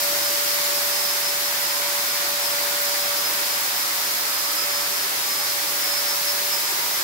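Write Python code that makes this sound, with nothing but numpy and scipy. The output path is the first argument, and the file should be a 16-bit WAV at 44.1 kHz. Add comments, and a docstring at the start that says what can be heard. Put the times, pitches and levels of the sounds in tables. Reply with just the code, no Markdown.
"""An electric disinfectant fogger is carried slowly about a small office, a few metres from a phone.
From the start, air jet and mist rush from all sides over a faint low drone, while the turbine hums at
the shaft rate and whines at the blade rate. As the fogger moves, room resonances swell in turn, the hum
dips in the nodes of its standing wave, and the whine flares where reflections add. After three seconds
the hum grows weaker; near seven it fades under a last hollow swell, with the jet still rushing."""
import sys
import numpy as np
from scipy import signal
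from scipy.fft import rfft, irfft
from scipy.io import wavfile

SR = 44100
rng = np.random.default_rng(int(sys.argv[2]) if len(sys.argv) > 2 else 0)


def generate_wav(signal):
    """Clip the signal to [-1, 1] and save it as 16-bit WAV at the path in sys.argv[1]."""
    frames = np.transpose(np.atleast_2d(signal))
    scaled = np.clip(frames, -1, 1) * 32767
    pcm = np.round(scaled).astype(np.int16)
    wavfile.write(sys.argv[1], SR, pcm)


N = 310152

# Hollow room resonances that swell as the fogger passes: time_s, half_length_s, centre_hz, width_hz, rms_db
ROOM_SWELLS = [(.1, 0.44, 330, 40, -49.5), (.2, 0.55, 650, 44, -50), (1.84, 0.32, 1040, 60, -44),
               (1.8, 0.7, 910, 50, -48), (3.1, 0.48, 950, 47, -43.5), (3.2, 0.38, 780, 53, -47),
               (2.9, 0.38, 1200, 80, -52), (2.5, .5, 1450, 110, -43), (4.5, 0.43, 1300, 60, -41),
               (5.2, 0.3, 410, 50, -50), (6.85, 0.34, 956, 91, -39), (6.75, 0.36, 385, 50, -50)]
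# Noise density of the air, before resonances: frequency_hz, left_db, right_db
AIR_SPECTRUM = [(30, -94.4, -93.1), (65, -93, -95), (140, -77.5, -77), (245, -78.5, -80), (338, -72, -70.5),
                (534, -71, -72.5), (885, -64.5, -65), (2100, -63.5, -61.5), (2860, -65.5, -69),
                (4640, -62, -61.5), (7030, -67, -65), (9160, -68.5, -68), (12500, -63.5, -64),
                (15400, -68.5, -64.5)]
# Resonances of housing and room: centre_hz, width_hz, boost_db
AIR_RESONANCES = [(65.6, 14, 12.5), (145, 18, 0), (207, 41, 4), (296, 28, 4), (367, 28, 1.5), (740, 40, 1),
                  (916, 63, 2), (1670, 180, 0), (3140, 120, 0.5)]
# Drift of the jet, each level taken about its mean: time_s, rush_db, mist_over_rush_db
JET_DRIFT = [(0, .3, .7), (.5, .5, 1.1), (1.4, 0, 0), (3.3, .3, -.3), (4.2, -.3, 0), (5.2, -.5, -.1),
             (6.2, -.3, .3), (7.03, -.7, .4)]
# Turbine speed: time_s, shaft_hz
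SHAFT_SPEED = [(0, 576.5), (3, 576.9), (3.6, 577.4), (4.3, 576), (4.7, 575.7), (5, 576.9), (6.1, 577.3),
               (6.5, 578.1), (7.03, 577.1)]
# Shaft tone away from nodes, before panning: time_s, level_db
HUM_LEVEL = [(0, -35.5), (.12, -32), (1, -34.5), (2, -35), (3.13, -35), (3.3, -38), (4.55, -44),
             (4.68, -39), (5.7, -41.5), (6.3, -37.5), (7.03, -49)]
# Nodes of the shaft tone that sweep over the phone: time_s, half_length_s, left_gain_db, right_gain_db
HUM_NODES = [(0.457, 0.3, -1.5, -14), (0.846, 0.27, 1.5, -5), (1.517, 0.37, -12.5, 0),
             (2.136, 0.21, -8, -2), (3.25, 0.048, -7, -6), (3.807, 0.42, -3.5, -16), (4.95, 0.1, 4, -28),
             (5.284, 0.47, -24, 1.5), (6.703, 0.093, -3, -14)]
# Flares of the blade tone as its reflections add up: time_s, half_length_s, left_db, right_db
WHINE_FLARES = [(0.016, 0.027, -33, -35), (.27, 0.027, -35, -28.5), (0.508, 0.035, -29, -41),
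                (0.767, 0.028, -34, -31), (1.03, 0.1, -41, -28), (1.273, 0.035, -30, -33),
                (1.714, 0.074, -50, -31), (2.13, 0.037, -37, -33), (2.48, 0.053, -29, -35),
                (2.877, .025, -46, -30), (3.035, 0.032, -38, -30.5), (3.18, 0.018, -29, -47),
                (3.26, 0.018, -29, -24), (3.52, 0.043, -35, -39), (3.8, 0.034, -37, -29),
                (4.072, 0.031, -34, -33), (4.392, 0.07, -42, -30.5), (4.606, 0.033, -43, -24.5),
                (4.75, 0.038, -31, -31), (4.996, .05, -32.5, -37), (5.353, 0.084, -34, -32),
                (5.847, .03, -31, -29), (5.949, 0.04, -35, -26.5), (6.106, .04, -32, -31),
                (6.294, 0.023, -28, -25.5), (6.528, 0.023, -32, -27), (6.687, 0.057, -36, -35),
                (6.95, 0.098, -34.5, -37)]
# Third harmonic of the blade tone, louder as the nozzle points at the phone: time_s, level_db
WHISTLE_LEVEL = [(0, -41), (2.2, -44), (3.6, -38.5), (3.9, -42.5), (5.5, -42.5), (5.7, -36.5),
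                 (7.03, -39.5)]
# Swells of the shaft tone's second harmonic: time_s, half_length_s, left_db, right_db
HUM_OCTAVE_SWELLS = [(.72, .07, -55, -38), (3.203, .08, -44, -44), (3.87, .1, -43, -45),
                     (4.497, 0.061, -42, -46), (4.82, .06, -44, -44), (5.3, 0.065, -53, -41)]
# Weak turbine harmonics: shaft_multiple, left_db, right_db
WEAK_HARMONICS = [(2, -49, -49), (3, -54, -54), (18, -53, -57)]

BLADES = 9
PORT_GAP_M, SOUND_SPEED_M_S = .15, 343  # the ports are the phone's two microphone openings
TIME_S = np.arange(N) / SR
BIN_HZ = np.fft.rfftfreq(N, 1 / SR)


def undb(db):
    """Amplitude grows tenfold for every 20 dB."""
    return 10 ** (np.asarray(db) / 20)


def curves(table):
    """Linear interpolation of each column of a table against time."""
    times_s, *columns = np.transpose(table)
    return np.array([np.interp(TIME_S, times_s, column) for column in columns])


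def unit(x):
    """Normalisation to rms 1."""
    return x / np.sqrt(np.mean(np.abs(x) ** 2))


def bell(time_s, half_length_s, steepness=2):
    """A Gaussian envelope, 1 at time_s; steepness above 2 gives a plateau with quick edges."""
    return np.exp(-.5 * np.abs((TIME_S - time_s) / half_length_s) ** steepness)


def panned(db, left_over_right_db):
    """A level difference shared equally between the two ports."""
    return undb(db + np.array([[left_over_right_db], [-left_over_right_db]]) / 2)


def wander(rate_hz):
    """Low-passed Gaussian noise: a smooth random fluctuation of rms 1."""
    return unit(irfft(rfft(rng.standard_normal(N)) * np.exp(-.5 * (BIN_HZ / rate_hz) ** 2), N))


def multipath(rate_hz, share):
    """Multipath fading: the complex gain of a steady path plus shifting echoes with a share of the power."""
    return np.sqrt(1 - share) + np.sqrt(share / 2) * (wander(rate_hz) + 1j * wander(rate_hz))


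def diffuse_spectra():
    """Diffuse-field coherence: long waves reach both ports alike; short ones and port rumble do not."""
    coherence = 0.87 * np.sinc(2 * BIN_HZ * PORT_GAP_M / SOUND_SPEED_M_S)
    coherence *= BIN_HZ ** 2 / (BIN_HZ ** 2 + 30 ** 2)  # port rumble below 30 Hz
    mid, side = rfft(rng.standard_normal((2, N))) * np.sqrt([(1 + coherence) / 2, (1 - coherence) / 2])
    return np.array([mid + side, mid - side])


def drone(pitch_hz=114, level_db=-64.5):
    """A faint low tone, the same at both ports, wavers by multipath fading."""
    tone = np.exp(2j * np.pi * pitch_hz * TIME_S) * multipath(rate_hz=3.6, share=0.34)
    return undb(level_db) * unit(tone.imag)


def room_swells():
    """Forced resonance: the jet drives a room mode for a moment as it nears an antinode."""
    drive, out = diffuse_spectra(), 0
    for time_s, half_length_s, centre_hz, width_hz, rms_db in ROOM_SWELLS:
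        detuning = (BIN_HZ - centre_hz) / (0.61 * width_hz)
        ring = unit(irfft(drive / (1 + detuning ** 2), N))
        out = out + ring * undb(rms_db) * bell(time_s, half_length_s)
    return out


def with_reflections(direct, paths=5, gain=0.17, drift_s=0.000408):
    """Comb filtering: paths via walls and desk vary as the fogger moves, so spectral ripples slide."""
    furniture_band = signal.butter(1, [450, 3000], "band", fs=SR, output="sos")
    bounced = signal.sosfilt(furniture_band, direct)
    bounced = signal.resample_poly(bounced, 2, 1, axis=1)  # half-sample steps keep the sliding smooth
    out = direct
    for delay_s in rng.uniform(0.003014, .025, paths):
        position = np.arange(N) - SR * (delay_s + drift_s * wander(.3))
        out = out + gain * bounced[:, np.round(2 * position).astype(int) % (2 * N)]
    return out


def air_jet():
    """Turbulence and mist make broadband noise, coloured by housing and room; each band flutters."""
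    octave = np.log2(np.maximum(BIN_HZ, 1))
    points_hz, *ports_db = np.transpose(AIR_SPECTRUM)
    colour_db = np.array([np.interp(octave, np.log2(points_hz), db) for db in ports_db])
    for centre_hz, width_hz, boost_db in AIR_RESONANCES:
        colour_db += boost_db / (1 + (2 * (BIN_HZ - centre_hz) / width_hz) ** 2)
    spectrum = diffuse_spectra() * undb(colour_db) * np.sqrt(SR / 2)
    rush_db, mist_db = (curve - curve.mean() for curve in curves(JET_DRIFT))
    spray_db = 0.08 * wander(9)  # the liquid feeds the nozzle unevenly
    eddy_db = .4 * wander(1.5)  # large eddies come and go
    out = 0
    for band_octave in np.arange(4, 14.6, .5):
        band = irfft(spectrum * np.maximum(1 - 2 * np.abs(octave - band_octave), 0), N)
        mist_share = np.clip(np.log2(2 ** band_octave / 3000), 0, 1)
        low_share = np.clip(np.log2(800 / 2 ** band_octave), 0, 1)
        flutter_db = 0.45 * wander(16)
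        gain_db = rush_db + mist_share * (mist_db + spray_db) + low_share * eddy_db + flutter_db
        out = out + band * undb(gain_db)
    return out


def shaft_hum(shaft_angle, left_lead_rad=0.3):
    """Unbalance sounds once a turn; in a node of its standing wave the tone dips and its phase swings."""
    gain = panned(curves(HUM_LEVEL)[0], left_over_right_db=3)
    gain = gain * np.exp(.5j * left_lead_rad * np.array([[1], [-1]]))
    for time_s, half_length_s, *node_db in HUM_NODES:
        offset = 1j * (TIME_S - time_s) / half_length_s
        gain = gain * (undb(node_db)[:, None] + offset) / (1 + offset)
    return gain * multipath(rate_hz=6, share=0.037) * np.exp(1j * shaft_angle)


def blade_whine(shaft_angle, between_flares_db=-41):
    """The blade-passing tone fades and flares by interference at each port, and flutters in the jet."""
    fading = np.abs([multipath(rate_hz=9, share=0.93) for _ in range(2)])
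    gain = panned(between_flares_db, left_over_right_db=-4.5) * fading
    for time_s, half_length_s, *ports_db in WHINE_FLARES:
        flare = bell(time_s, half_length_s, steepness=2.7)
        gain = gain + flare * (undb(ports_db)[:, None] - gain)
    flutter = np.array([np.exp(.5j * wander(4)) * multipath(rate_hz=18, share=.08) for _ in range(2)])
    return gain * flutter * np.exp(1j * BLADES * shaft_angle)


def overtones(shaft_angle):
    """Harmonics lie at whole multiples of the shaft rate; the highest is beamed more to the right port."""
    beam = np.array([undb(db) * multipath(rate_hz=12, share=.6) for db in (-1.5, 1.5)])
    out = undb(curves(WHISTLE_LEVEL)) * np.exp(3j * BLADES * shaft_angle) * beam
    for time_s, half_length_s, *ports_db in HUM_OCTAVE_SWELLS:
        out = out + undb(ports_db)[:, None] * bell(time_s, half_length_s) * np.exp(2j * shaft_angle)
    for multiple, *ports_db in WEAK_HARMONICS:
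        fading = np.array([undb(db) * multipath(rate_hz=6.1, share=1) for db in ports_db])
        out = out + fading * np.exp(1j * multiple * shaft_angle)
    return out


def turbine():
    """Rotor harmonics: all tones follow one shaft angle, the integral of a slightly unsteady speed."""
    shaft_hz = curves(SHAFT_SPEED)[0] + 0.18 * wander(12)
    shaft_angle = 2 * np.pi * np.cumsum(shaft_hz) / SR
    tones = shaft_hum(shaft_angle) + blade_whine(shaft_angle) + overtones(shaft_angle)
    return np.sqrt(2) * tones.imag


def scene():
    """Superposition: the pressures from fogger and room add at each port."""
    return with_reflections(air_jet()) + room_swells() + turbine() + drone()


def record(dry):
    """Band limiting: the phone cuts the treble steeply above 15.7 kHz."""
    return signal.sosfilt(signal.ellip(12, .1, 80, 15720, fs=SR, output="sos"), dry)


dry = scene()
out = record(dry)
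generate_wav(out)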